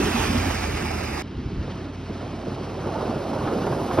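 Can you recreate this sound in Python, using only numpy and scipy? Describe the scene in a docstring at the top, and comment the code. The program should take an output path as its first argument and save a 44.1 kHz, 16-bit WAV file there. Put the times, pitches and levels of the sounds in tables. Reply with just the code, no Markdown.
"""Plow pickup on a slushy road

A pickup passes close and pulls away: V8 drone, tyre thumps and roar, and a wet spray that turns hollow.
Hard cut: a far-off engine hums nearer with the blade down. The blade rumbles, throws slush and knocks
as it catches on the road; its edge sticks and slips in a chattering scrape. A few gusts and a wet flake
hit the microphone, over a bed of distant rumble."""
import sys
import numpy as np
from scipy import signal
from scipy.fft import rfft, irfft
from scipy.io import wavfile
from scipy.ndimage import uniform_filter1d

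SR = 44100
rng = np.random.default_rng(int(sys.argv[2]) if len(sys.argv) > 2 else 0)


def put_to_file(sound):
    """Save the sound as 16-bit audio at rate SR, in the file named by the first command-line argument."""
    columns = np.atleast_2d(sound).T  # one column per channel
    safe = np.clip(columns, -1, 1)
    whole_steps = np.round(safe * 32767)
    wavfile.write(sys.argv[1], SR, whole_steps.astype(np.int16))


N = 176400
T = np.arange(N) / SR
HZ = np.fft.rfftfreq(N, 1 / SR)
CUT_S = 1.223  # hard cut from the pass to the approach
RECEDE_S = 0.88  # the spray has its far, hollow colour by now

# engine drone: a V8 in the pass, a smoother low hum in the approach
# (time [s], firing rate [Hz], level [dB])
PASS_ENGINE = [(0, 87.1, -38), (.2, 90.2, -35), (.4, 90.5, -26.5), (.58, 88.9, -30.5), (.75, 81.2, -31.5),
               (1.22, 82.9, -37)]
APPROACH_ENGINE = [(1.25, 90.2, -43), (2, 91.4, -40.5), (3.3, 94.7, -41)]
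# exhaust tones (multiple of firing rate / firing_order [ratio], relative level [dB])
PASS_ORDERS = [(5, -8), (7, -8.5), (8, -1), (11, -7.5), (21, -10.5), (24, -12.5)]
APPROACH_ORDERS = [(.6, -4), (0.999, 1), (1.398, -3.5)]
# tyre faders (time [s], roar [dB], spray [dB])
TYRE_LEVELS = [(0, -20, -27.5), (.13, -30, -27), (.19, -26.5, -25), (.3, -26, -27.5), (.5, -31, -28),
               (.75, -30, -30.5), (1, -32.5, -30.5), (1.22, -31, -32.5)]
# colours of the tread roar and the near and far spray (frequency [Hz], relative level [dB])
ROAR_EQ = [(25, -34), (50, -3), (120, -3), (220, -0.5), (410, -2.5), (480, -13), (900, -24), (4000, -80)]
SPRAY_NEAR_EQ = [(200, -26), (500, -2), (800, 1.5), (1750, -3.5), (2400, -9.5), (3000, -7), (4300, -10.5),
                 (6200, -12.5), (11000, -23.5), (15500, -24)]
SPRAY_FAR_EQ = [(200, -46), (500, 1.5), (850, 2), (1750, -4.5), (2600, -5), (3150, -14.5), (5300, -14),
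                (6300, -16), (11000, -26.5), (15500, -28)]
# wet tread sizzle (time [s], pitch [Hz], level against the spray [dB])
SIZZLE = [(.15, 2580, -12), (.25, 2436, -8.5), (.55, 2290, -14), (.72, 2317, -12), (1.22, 2231, -14)]
# peaks and dips of the departing spray (centre [Hz], width [Hz], left gain [dB], right gain [dB])
HOLLOW_EQ = [(983, 130, -11, -1.5), (1200, 120, 4, -0.5), (1480, 110, -2.5, -5), (2870, 190, -3, 3.5),
             (3730, 260, 5, 0.5), (4893, 160, 5, -4)]
# tyre thumps (time [s], level [dB], pitch [Hz])
THUMPS = [(.001, -23, 286), (0.051, -23.5, 374.5), (0.063, -24.5, 425), (.142, -18, 232.7),
          (.345, -20.5, 243.5), (.455, -26, 273)]
# plow faders (time [s], rumble [dB], scrape [dB], slush hiss [dB])
PLOW_LEVELS = [(1.25, -37, -48, -48.5), (1.55, -38, -47, -46), (1.73, -33.5, -39, -43),
               (1.88, -37, -42, -47), (2.02, -43, -45.5, -46), (2.15, -36.5, -40, -45),
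               (2.8, -33, -34, -44.5), (3.02, -33.5, -28, -42), (3.22, -32.5, -31.5, -44.5),
               (3.5, -28.5, -26.5, -42.5), (3.7, -27, -28.5, -42), (3.895, -33, -29.5, -42.5),
               (3.935, -27, -26.5, -41.5)]
# colours of the blade's rumble, scrape, slush and knocks (frequency [Hz], relative level [dB])
RUMBLE_EQ = [(30, -46), (60, -6.5), (130, 4), (250, 1.5), (420, -2), (520, -22), (900, -33), (4000, -94)]
SCRAPE_EQ = [(150, -44), (300, 1), (440, 1.5), (620, 1.5), (900, -4.5), (1400, -10.5), (1750, -23),
             (3000, -61), (6000, -51), (10000, -90)]
SLUSH_EQ = [(400, -10), (1000, 2), (2000, -2), (3100, -2), (3450, -6), (3800, -4.5), (5500, -7), (6200, -9),
            (6950, -16), (7600, -14.5), (11500, -16.5), (15500, -25)]
KNOCK_EQ = [(40, -41), (130, 3), (230, 4), (420, 2), (700, -3.5), (1350, -14), (1900, -30), (5000, -43),
            (9000, -70)]
# blade knocks (time [s], level [dB], treble shelf [dB], decay by 60 dB [s])
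KNOCKS = [(1.679, -26.5, -19, 0.081), (2.097, -26, -24, .13), (2.227, -32, -1, 0.2),
          (2.333, -26.5, -9, 0.075), (2.471, -27, -15, 0.2), (3.155, -24.5, -26, 0.14),
          (3.474, -21.5, 16, .09), (3.668, -20.5, 5, 0.15), (3.724, -19.5, 2, 0.085), (3.911, -22, 16, .06),
          (3.974, -19.5, 9.5, 0.17), (3.986, -13, 8, 0.11)]
# groans of the cutting edge (time [s], length [s], pitch [Hz], level [dB])
GROANS = [(2.945, .028, 890, -25), (3.074, 0.053, 235, -24), (3.509, 0.027, 470, -24),
          (3.553, 0.031, 190, -19.5)]
# gusts on the microphone (time [s], length [s], level [dB])
GUSTS = [(1.153, .7, -34), (1.333, 0.09, -31.5), (1.446, 0.053, -32.5), (1.508, 0.046, -27.5),
         (1.551, 0.075, -24)]
# colours of the gusts and the distant road (frequency [Hz], relative level [dB])
WIND_EQ = [(20, -37), (45, 3), (70, -2), (110, -3), (200, -12), (400, -21), (500, -39), (2000, -100)]
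DISTANT_EQ = [(30, -35), (55, -21), (135, -2), (230, 0.5), (425, -5), (480, -18), (900, -29), (4000, -88)]
# stereo image: left/right balance, phase and width, with a phasey treble
# (frequency [Hz], left minus right [dB], left lead [rad], coherence [0-1])
PASS_IMAGE = [(55, -.1, -.16, .99), (90, -1, -.2, .996), (170, -2.9, -.03, .995), (350, -1.5, -.35, .99),
              (450, -1.6, -1.15, .95), (600, -13, -2.9, .5), (800, -11, -6, .86), (1100, -10, -5.4, .78),
              (1500, -3.5, -5.9, .93), (2300, -2, -6.2, .92), (3100, -8, -7.1, .35), (4000, -1, -10, .6),
              (5200, -1, -11.7, .87), (7200, 0, -9.5, .72), (11000, 0, -6.3, .8), (13000, 0, -3.6, .8)]
PLOW_IMAGE = [(55, 0, -.02, .998), (250, -1.1, -.11, .998), (350, -.2, -.26, .988), (450, -2, -.55, .985),
              (600, -6.2, -.27, .98), (900, -4.1, -.03, .97), (1550, -1.8, -.22, .95), (2300, .4, .5, .95),
              (5300, 0, .5, .95), (6900, 0, 2.9, .87), (9000, 0, 4.5, .8), (10800, 0, 6.2, .9),
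              (13000, 0, 9, .85)]


def tyres():
    """Low tread roar under a wet spray that crossfades from its near to its far colour."""
    roar = rush(ROAR_EQ, grains_per_s=240, spread_db=1.5, grain_share=0.17,
                patchy_db=1.33, flutter_db=0.45, flutter_hz=25)
    near = rush(SPRAY_NEAR_EQ, grains_per_s=2500, spread_db=2.0, grain_share=0.34,
                patchy_db=1.5, flutter_db=0.75, flutter_hz=49)
    far = rush(SPRAY_FAR_EQ, grains_per_s=3000, spread_db=3.5, grain_share=0.42,
               patchy_db=1.5, flutter_db=1.1, flutter_hz=50)
    away = np.clip(T / RECEDE_S, 0, 1)
    spray = np.sqrt(1 - away) * near + np.sqrt(away) * far + sizzle()
    return roar * amp(curve(TYRE_LEVELS, 1)) + spray * amp(curve(TYRE_LEVELS, 2))


def sizzle(whistle_hz=5060, whistle_db=-17.5):
    """The tread squeezes out water: a narrow hiss slides down while a thin whistle fades in above it."""
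    def band(hz, width_hz):
        noise = irfft(rfft(rng.standard_normal((2, N))) / (1 + (HZ / width_hz) ** 2), N)
        turns = np.cumsum(hz * (1 + .012 * wander(22))) / SR
        return unit(noise * np.cos(2 * np.pi * turns))
    hiss = band(curve(SIZZLE, 1), width_hz=147) * amp(curve(SIZZLE, 2))
    whistle = band(whistle_hz, width_hz=230) * amp(whistle_db)
    return hiss + whistle * np.minimum(T / RECEDE_S, 1)


def thumps(swell_s=0.012):
    """Bumps in the road swell the hollow ring of a tyre."""
    out = np.zeros((2, N))
    for start, db, hz in THUMPS:
        swell = np.maximum(T - start, 0) / swell_s
        out[0] += amp(db) * swell * np.exp(1 - swell) * np.sin(2 * np.pi * (hz * T + rng.random()))
    return out


def engine(track, orders, firing_order, waver, throb_db=0.5):
    """Exhaust tones locked to a wavering firing rate, each throbbing on its own."""
    firing_hz = curve(track, 1) * (1 + waver * wander(13.5))
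    turns = np.cumsum(firing_hz) / SR / firing_order
    tones = sum(amp(db + throb_db * wander(7.1)) * np.cos(2 * np.pi * (order * turns + rng.random()))
                for order, db in orders)
    return np.sqrt(2) * amp(curve(track, 2)) * np.array([tones, np.zeros(N)])


def plow(chatter_share=0.38, brighten_db_per_s=6):
    """The blade rumbles and scrapes along the road and throws slush; the hiss opens up as it nears."""
    rumble = rush(RUMBLE_EQ, grains_per_s=200, spread_db=1.0, grain_share=0.22,
                  patchy_db=-0.04, flutter_db=2.0, flutter_hz=28.2)
    grit = rush(SCRAPE_EQ, grains_per_s=500, spread_db=3.0, grain_share=0.33,
                patchy_db=2.0, flutter_db=0.0, flutter_hz=45)
    scrape = np.sqrt(1 - chatter_share) * grit + np.sqrt(chatter_share) * chatter()
    slush = rush(SLUSH_EQ, grains_per_s=4000, spread_db=4.0, grain_share=0.19,
                 patchy_db=0.8, flutter_db=0.77, flutter_hz=35, treble_db=brighten_db_per_s * (T - T[-1]))
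    return (rumble * amp(curve(PLOW_LEVELS, 1))
            + scrape * amp(curve(PLOW_LEVELS, 2))
            + slush * amp(curve(PLOW_LEVELS, 3)))


def chatter(low_hz=295.7, high_hz=1465, pitches=24, slips_per_s=350, decay_cycles=5, spread_db=1.6):
    """The cutting edge sticks and slips: brief, damped rings at many pitches."""
    out, age = np.zeros((2, N)), T[:SR // 10]
    for hz in np.geomspace(low_hz, high_hz, pitches):
        ring = np.exp(-age * hz / decay_cycles) * np.sin(2 * np.pi * hz * rng.uniform(0.98, 1.02) * age)
        slips = rng.random(N) < slips_per_s / pitches / SR
        force = amp(spread_db * np.minimum(rng.exponential(1, N), 3))
        out += hz * signal.oaconvolve(slips * force, ring)[:N] * rng.choice([-1, 1], (2, 1))
    return colour(out, across(SCRAPE_EQ))


def knocks(attack_s=0.0006):
    """The blade catches on the road: short, damped clatters."""
    out = np.zeros((2, N))
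    shelf = np.clip(np.log2((HZ + 1) / 350) / 2, 0, 1)  # climbs over two octaves from 350 Hz
    for start, db, treble_db, t60 in KNOCKS:
        age = np.maximum(T - start, 0)
        envelope = np.minimum(age / attack_s, 1) * amp(-60 * age / t60)
        out += amp(db) * burst(envelope, across(KNOCK_EQ) + treble_db * shelf)
    return out


def groans(glide=0.099):
    """The cutting edge drags for a moment and rings, bending up in pitch as it loads."""
    out = np.zeros((2, N))
    for start, length, hz, db in GROANS:
        progress = np.clip((T - start) / length, 0, 1)
        turns = np.cumsum(hz * (1 + glide * (progress - .5))) / SR + rng.random()
        out[0] += amp(db) * np.sin(np.pi * progress) ** 2 * np.sin(2 * np.pi * turns)
    return out


def wind():
    """Gusts buffet the microphone with brief, bassy puffs."""
    out = np.zeros((2, N))
    for start, length, db in GUSTS:
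        envelope = np.sin(np.pi * np.clip((T - start) / length, 0, 1)) ** 2
        out += amp(db) * burst(envelope, across(WIND_EQ))
    return out


def flake(start_s=1.756, level_db=-50, t60_s=.009):
    """A wet flake ticks against the microphone."""
    age = np.maximum(T - start_s, 0)
    return amp(level_db - 60 * age / t60_s) * (age > 0) * rng.standard_normal((2, N))


def distant_road(level_db=-39):
    """A steady bed of far-off road rumble."""
    return amp(level_db) * colour(rng.standard_normal((2, N)), across(DISTANT_EQ))


def receding(pair, notch_near_hz=4930, notch_far_hz=3170, notch_width_hz=120, notch_db=-3.5):
    """The spray turns hollow as the truck leaves: peaks and dips deepen, and a notch sweeps down."""
    hz, t, spectrum = signal.stft(pair, SR, nperseg=1024)
    hz, away = hz[:, None], np.minimum(t / RECEDE_S, 1)
    eq_db = sum(np.array([left, right])[:, None, None] * away * np.exp(-((hz - centre) / width) ** 2)
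                for centre, width, left, right in HOLLOW_EQ)
    notch_hz = notch_far_hz + (notch_near_hz - notch_far_hz) * (1 - away) ** 2
    eq_db += notch_db * np.exp(-((hz - notch_hz) / notch_width_hz) ** 2)
    return signal.istft(spectrum * amp(eq_db), SR)[1][:, :N]


def stereo(layers, image):
    """Spreads a direct part (row 0) and a diffuse part (row 1) over left and right."""
    direct, diffuse = rfft(layers)
    balance, lead = amp(across(image, 1)), across(image, 2)
    coherence = np.clip(across(image, 3), 0, 1)
    direct = direct * np.sqrt((1 + coherence) / 2)
    diffuse = diffuse * np.sqrt((1 - coherence) / 2)
    pair = np.array([(direct + diffuse) * balance * np.exp(1j * lead), direct - diffuse])
    return irfft(pair * np.sqrt(2 / (1 + balance ** 2)), N)


def rush(eq, grains_per_s, spread_db, grain_share, patchy_db, flutter_db, flutter_hz, treble_db=0):
    """Countless tiny impacts over a wash, in drifting patches; treble_db rides the gain at 10 kHz."""
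    sizes = amp(spread_db * np.minimum(rng.exponential(1, N), 4)) * rng.choice([-1, 1], N)
    grains = unit(sizes * (rng.random(N) < grains_per_s / SR))
    wash = rng.standard_normal((2, N))
    grain_pair = np.array([grains, grains * rng.choice([-1, 1], N)])
    texture = np.sqrt(1 - grain_share) * wash + np.sqrt(grain_share) * grain_pair
    texture = colour(texture * amp(flutter_db * wander(flutter_hz)), across(eq))
    hz, t, spectrum = signal.stft(texture, SR, nperseg=512)
    speckle = rng.standard_normal(spectrum.shape[1:])
    patches = unit(uniform_filter1d(uniform_filter1d(speckle, size=6, axis=0), size=6, axis=1))
    tilt_db = np.minimum(hz[:, None] / 10000, 1.2) ** 2 * np.interp(t, T, treble_db + np.zeros(N))
    return unit(signal.istft(spectrum * amp(patchy_db * patches + tilt_db), SR)[1][:, :N])


def burst(envelope, eq_db):
    """A hit of coloured noise, each row carrying the energy of the envelope."""
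    noise = envelope * colour(rng.standard_normal((2, N)), eq_db)
    return noise * np.linalg.norm(envelope) / np.linalg.norm(noise, axis=1, keepdims=True)


def wander(rate_hz):
    """Smooth random modulation of rms 1."""
    return unit(irfft(rfft(rng.standard_normal(N)) * np.exp(-(HZ / rate_hz) ** 2), N))


def colour(x, eq_db):
    """Applies an EQ curve and scales to rms 1."""
    return unit(irfft(rfft(x) * amp(eq_db), N))


def curve(table, column):
    """One column of a table over time."""
    rows = np.array(table)
    return np.interp(T, rows[:, 0], rows[:, column])


def across(table, column=1):
    """One column of a table over log frequency."""
    rows = np.array(table)
    return np.interp(np.log(HZ + 1), np.log(rows[:, 0] + 1), rows[:, column])


def amp(db):
    """Decibels to gain."""
    return 10 ** (np.asarray(db) / 20)


def unit(x):
    """Scales to rms 1."""
    return x / np.sqrt(np.mean(x ** 2) + 1e-20)


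def scene():
    """The close pass, then a hard cut to the approach with the blade down."""
    passing = engine(PASS_ENGINE, PASS_ORDERS, firing_order=8, waver=0.0045) + tyres() + thumps()
    approach = (engine(APPROACH_ENGINE, APPROACH_ORDERS, firing_order=0.99, waver=0.0074)
                + plow() + knocks() + groans() + wind() + distant_road())
    cut = np.clip((T - CUT_S) / 0.0022 + .5, 0, 1)  # 2.2 ms crossfade
    return (1 - cut) * receding(stereo(passing, PASS_IMAGE)) + cut * stereo(approach, PLOW_IMAGE) + flake()


def record(dry):
    """A millisecond fade at each end and a steep high cut at 15850 Hz."""
    faded = dry * np.clip(np.minimum(T, T[-1] - T) / .001, 0, 1)
    high_cut = signal.firwin(511, 15850, window=("kaiser", 9), fs=SR)
    return signal.oaconvolve(faded, high_cut[None], "same")


dry = scene()
out = record(dry)
put_to_file(out)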